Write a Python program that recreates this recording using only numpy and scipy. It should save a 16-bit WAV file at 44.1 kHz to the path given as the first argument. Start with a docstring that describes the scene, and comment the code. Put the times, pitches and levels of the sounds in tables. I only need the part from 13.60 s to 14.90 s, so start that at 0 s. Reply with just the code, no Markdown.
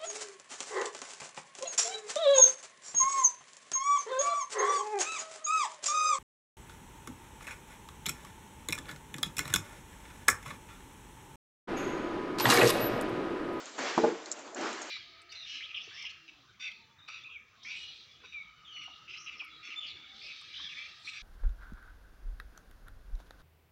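"""Water hisses steadily in the drip pipes of a plastic planter wall: coloured noise with slow drift.
Small sharp ticks like drips on plastic: noise cracks and brief high rings, each with a diffuse tail.
Two scuffs, probably slow steps past the wall, swell out of the hiss: dull noise, then sandy noise.
Something hollow close to the microphone is bumped twice and rings briefly: knock, body modes, boom."""
import sys
import numpy as np
from scipy import signal
from scipy.fft import rfft, irfft, next_fast_len
from scipy.io import wavfile
from scipy.ndimage import uniform_filter1d, map_coordinates

SR = 44100
rng = np.random.default_rng(int(sys.argv[2]) if len(sys.argv) > 2 else 0)


def wrap_up_sound(samples):
    """Save the sound to the file named by the first command line argument, as 16-bit audio."""
    columns = np.atleast_2d(samples).T
    # keep every value between -1 and 1, then stretch to whole-number steps
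    tamed = np.clip(columns, -1, 1)
    steps = np.round(tamed * 32767).astype(np.int16)
    wavfile.write(sys.argv[1], SR, steps)


N = 57330

# Scuffs: start_s, dull_db, dull_attack_s, dull_hold_s, sand_db, sand_peak_after_s, hollow_hz, hollow_db
SCUFF_EVENTS = [(0.179, -36.5, 0.0036, .045, -36, 0.11, 630, -45),
                (0.956, -38, 0.01, 0.092, -40.5, 0.13, 318, -41.5)]
# Dull rub of the sole, relative density: freq_hz, level_db_per_hz
DULL_SPECTRUM = [(40, -44), (110, -25.5), (165, -16), (240, -3), (340, -3), (600, -0.5), (1000, -1),
                 (1550, -3), (2800, -17.5), (7500, -20.5)]
# Sand under the sole, relative density: freq_hz, level_db_per_hz
SAND_SPECTRUM = [(90, -40), (160, -25), (240, -2), (420, 4), (650, -1.5), (1300, 1), (2300, 0), (3100, -4),
                 (3900, -6.5), (5200, -7), (7500, -13.5), (9000, -15.5)]
DULL_FALL_DB_PER_S, SAND_RISE_DB_PER_S, SAND_FALL_DB_PER_S = 108.5, 61.5, 49.5
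DULL_PATCHY_DB, SAND_PATCHY_DB, SAND_GRAIN_DB = 3.5, 1.5, 1
HOLLOW_Q = 2.7

# Bumps: start_s, body_level_db, shove_length_s, shove_strength_db, knock_db, boom_db
BUMP_EVENTS = [(.3770, -27, .0158, -2, -20, -30), (.4350, -20.5, .0174, -1.3, -28, -27.5)]
# Modes of the hollow body: freq_hz, free_ring_db, t60_s, driven_db (while shoved)
BODY_MODES = [(183, -17.5, .2, -26.5), (245.2, -12, .2, -11.5), (330.8, -11.5, .25, -0.5),
              (365, -11, 0.18, -11.5), (452, -3.5, 0.33, 0), (607, -9.5, .11, -2), (751, -17, .14, -14),
              (846, -10, .16, -6), (1041, -9, .14, -29), (1198, -25, .12, -18.5), (1452, -19.5, 0.2, -17.5)]
# Knock of first contact, relative spectrum: freq_hz, level_db
KNOCK_SPECTRUM = [(30, -38), (115, -40.5), (170, -10.5), (230, 7.5), (330, 3), (500, -9), (700, 2.5),
                  (900, 3.5), (1400, -8), (1900, -17), (4000, -28.5)]
# Diffuse boom after a bump, relative spectrum: freq_hz, level_db
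BOOM_SPECTRUM = [(30, -41), (110, -25.5), (170, -16), (245, -8.5), (280, -9), (345, 2.5), (400, -3.5),
                 (450, 4), (510, -10), (680, -14.5), (830, -8), (950, -22.5), (1500, -21.5), (3000, -37.5)]
BUMP_ATTACK_S, SHOVE_RELEASE_S = 0.0013, 0.00088  # time constants
RING_WANDER_CYCLES, RING_WANDER_KNOTS_PER_S = 0.04, 60
KNOCK_ATTACK_S, KNOCK_T60_S = 0.0016, 0.07
BOOM_ATTACK_S, BOOM_T60_S = 0.0076, 0.69
BOOM_HOLD_S, BOOM_EXTRA_T60_S = 0.093, 0.19  # a second decay joins after the hold

# Ticks: start_s, level_db, ring_hz
TICK_EVENTS = [(.057, -30.5, 6550), (.190, -27.5, 7020), (.6592, -26.5, 4420), (0.6607, -36, 6000),
               (0.7153, -22.5, 5030), (.7161, -16.5, 7620), (0.7225, -28, 5750), (0.7241, -23.5, 7240),
               (0.792, -33.5, 6450), (0.947, -28.5, 7000), (1.012, -32.5, 7130), (1.130, -30.5, 7040),
               (1.218, -26, 6460), (1.222, -29.5, 7100), (1.228, -31, 6300)]
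# Crack of a tick, relative spectrum: freq_hz, level_db
CRACK_SPECTRUM = [(500, -31), (2400, -26.5), (4000, -8), (7500, 0), (9000, 1)]
TICK_ATTACK_S, TICK_RING_T60_S = 0.00029, 0.0047  # time constant, decay
CRACK_DB, CRACK_T60_S = 1.5, 0.007  # level re the ring's amplitude
WALL_DB, WALL_T60_S = -4.5, 0.049

# Steady hiss, relative density: freq_hz, level_db_per_hz
HISS_SPECTRUM = [(40, -29), (110, -13), (160, -20.5), (225, -8.5), (320, 0), (450, -3), (650, 0.5),
                 (900, -3.5), (1350, -4), (1900, -8.5), (2800, -11), (4200, -12.5), (5400, -14),
                 (7000, -10.5), (8800, -14)]
# Slow drift of the hiss: time_s, low_mid_gain_db, treble_gain_db
HISS_DRIFT_POINTS = [(0, 0.5, 2.5), (0.149, -3.5, 0.5), (.56, 1.5, -5), (.69, -2, -2.5), (0.789, 1.5, -0.5),
                     (.85, 0, -0.5), (.89, 1.4, -5), (.94, 2, -6), (1.02, -1.5, 1.5), (1.3, 1, 1)]
HISS_DB, HISS_PATCHY_DB = -46.5, 1.52  # before the drift
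HISS_WAVER_DB, HISS_WAVER_KNOTS_PER_S = 1.46, 25
TREBLE_SPLIT_HZ = 1300

# Overall tone colour: freq_hz, gain_db
TONE_RESPONSE = [(20, -5), (100, -12), (170, 1), (7400, 1), (7750, -5), (8000, -18.5), (8350, -10.5),
                 (8700, -20), (9000, -33)]
TOP_HZ = 9060


def amp(db):
    """Decibels to gain."""
    return 10 ** (np.asarray(db) / 20)


def unit(x):
    """x at rms 1."""
    return x / np.sqrt(np.mean(x ** 2) + 1e-20)


def along(points, hz):
    """Interpolate (freq_hz, value) points on a log frequency axis."""
    point_hz, value = np.transpose(points)
    return np.interp(np.log(hz + 1), np.log(point_hz + 1), value)


def since(start_s):
    """Seconds since start_s, zero before it."""
    return np.maximum(np.arange(N) / SR - start_s, 0)


def fade(t_s, t60_s):
    """Exponential decay of 60 dB in t60_s."""
    return np.exp(-np.log(1000) * t_s / t60_s)


def wobble(knots_per_s):
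    """Smooth random curve through normal knots."""
    knots = rng.standard_normal(int(N * knots_per_s / SR) + 4)
    return map_coordinates(knots, [np.arange(N) * knots_per_s / SR])


def filtered(x, response):
    """Zero-phase filter: spectrum of x times a gain over frequency."""
    size = next_fast_len(N + SR // 2)
    return irfft(rfft(x, size) * response(np.fft.rfftfreq(size, 1 / SR)), size)[:N]


def rush(spectrum, patchy_db=0):
    """Coloured noise of rms 1 with time-frequency patches of random gain."""
    z = signal.stft(rng.standard_normal(N), nperseg=512)[2]
    patches = uniform_filter1d(rng.standard_normal(z.shape), size=5, axis=0)  # across frequency
    patches = uniform_filter1d(patches, size=10, axis=1)  # across time
    noise = signal.istft(z * amp(patchy_db * unit(patches)), nperseg=512)[1][:N]
    return unit(filtered(noise, lambda hz: amp(along(spectrum, hz))))


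def hollow_rub(hollow_hz):
    """Dull noise through one broad resonance, rms 1."""
    def resonance(hz):
        detuning = hz / hollow_hz - hollow_hz / (hz + 1)
        return 1 / (1 + (HOLLOW_Q * detuning) ** 2)
    return unit(filtered(rush(DULL_SPECTRUM), resonance))


def scuffs():
    """Friction noise: a dull, hollow rub at landing; a sandy slide peaks later and trails off."""
    out = np.zeros(N)
    for start_s, dull_db, attack_s, hold_s, sand_db, peak_s, hollow_hz, hollow_db in SCUFF_EVENTS:
        t = since(start_s)
        hollow = amp(hollow_db) * hollow_rub(hollow_hz)
        rub = amp(dull_db) * rush(DULL_SPECTRUM, DULL_PATCHY_DB) + hollow
        dull = amp(-DULL_FALL_DB_PER_S * np.maximum(t - hold_s, 0)) * rub
        swell_db = np.minimum(SAND_RISE_DB_PER_S * (t - peak_s), SAND_FALL_DB_PER_S * (peak_s - t))
        grain_db = SAND_GRAIN_DB * wobble(900)
        sand = amp(sand_db + swell_db + grain_db) * rush(SAND_SPECTRUM, SAND_PATCHY_DB)
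        out += np.minimum(t / attack_s, 1) * (dull + sand)
    return out


def body_ring(start_s, length_s, shove_db):
    """Hollow-body modes: driven during the shove, then free decay with wandering phase."""
    t = since(start_s)
    shove = amp(shove_db) * np.exp(-since(start_s + length_s) / SHOVE_RELEASE_S)
    out = np.zeros(N)
    for mode_hz, ring_db, t60_s, driven_db in BODY_MODES:
        free = amp(ring_db) * fade(t, t60_s) * (1 - np.minimum(shove, 1))
        driven = amp(driven_db) * shove
        wander = RING_WANDER_CYCLES * wobble(RING_WANDER_KNOTS_PER_S)
        out += (free + driven) * np.sin(2 * np.pi * (mode_hz * t + wander))
    return (1 - np.exp(-t / BUMP_ATTACK_S)) * out


def knock(t):
    """First contact: a fast-decaying noise burst."""
    return np.minimum(t / KNOCK_ATTACK_S, 1) * fade(t, KNOCK_T60_S) * rush(KNOCK_SPECTRUM)


def boom(start_s):
    """Diffuse low noise that lingers, then decays faster."""
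    t = since(start_s)
    linger = np.minimum(t / BOOM_ATTACK_S, 1) * fade(t, BOOM_T60_S)
    release = fade(since(start_s + BOOM_HOLD_S), BOOM_EXTRA_T60_S)
    return linger * release * rush(BOOM_SPECTRUM)


def bumps():
    """Each bump: a knock, a shoved and ringing hollow body, a diffuse boom."""
    out = np.zeros(N)
    for start_s, body_db, length_s, shove_db, knock_db, boom_db in BUMP_EVENTS:
        out += amp(body_db) * body_ring(start_s, length_s, shove_db)
        out += amp(knock_db) * knock(since(start_s))
        out += amp(boom_db) * boom(start_s)
    return out


def ticks():
    """Tiny hard impacts: a noise crack and a brief high ring, answered by the wall's noise tail."""
    out = np.zeros(N)
    for start_s, level_db, ring_hz in TICK_EVENTS:
        t = since(start_s)
        ring = fade(t, TICK_RING_T60_S) * np.sin(2 * np.pi * ring_hz * t)
        crack = amp(CRACK_DB) * fade(t, CRACK_T60_S) * rush(CRACK_SPECTRUM)
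        out += amp(level_db) * (1 - np.exp(-t / TICK_ATTACK_S)) * (ring + crack)
    tail = rng.standard_normal(N) * fade(since(0), WALL_T60_S)
    tail /= np.linalg.norm(tail)  # unit energy
    return out + amp(WALL_DB) * signal.fftconvolve(out, tail)[:N]


def water():
    """Flow noise: patchy hiss whose low mids and treble drift separately."""
    hiss = rush(HISS_SPECTRUM, HISS_PATCHY_DB)
    low = filtered(hiss, lambda hz: 1 / (1 + (hz / TREBLE_SPLIT_HZ) ** 4))
    treble = hiss - low
    time_s, low_db, treble_db = np.transpose(HISS_DRIFT_POINTS)
    low_gain = amp(np.interp(since(0), time_s, low_db))
    treble_gain = amp(np.interp(since(0), time_s, treble_db))
    level = amp(HISS_DB + HISS_WAVER_DB * wobble(HISS_WAVER_KNOTS_PER_S))
    return level * (low_gain * low + treble_gain * treble)


def scene():
    """Sum of all sources, one channel."""
    return (scuffs() + bumps() + ticks() + water())[None]


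def record(dry):
    """Overall tone: thin bass, level mids, steep fall near 8 kHz, silent from TOP_HZ up."""
    return filtered(dry[0], lambda hz: amp(along(TONE_RESPONSE, hz)) * (hz < TOP_HZ))[None]


dry = scene()
out = record(dry)
wrap_up_sound(out)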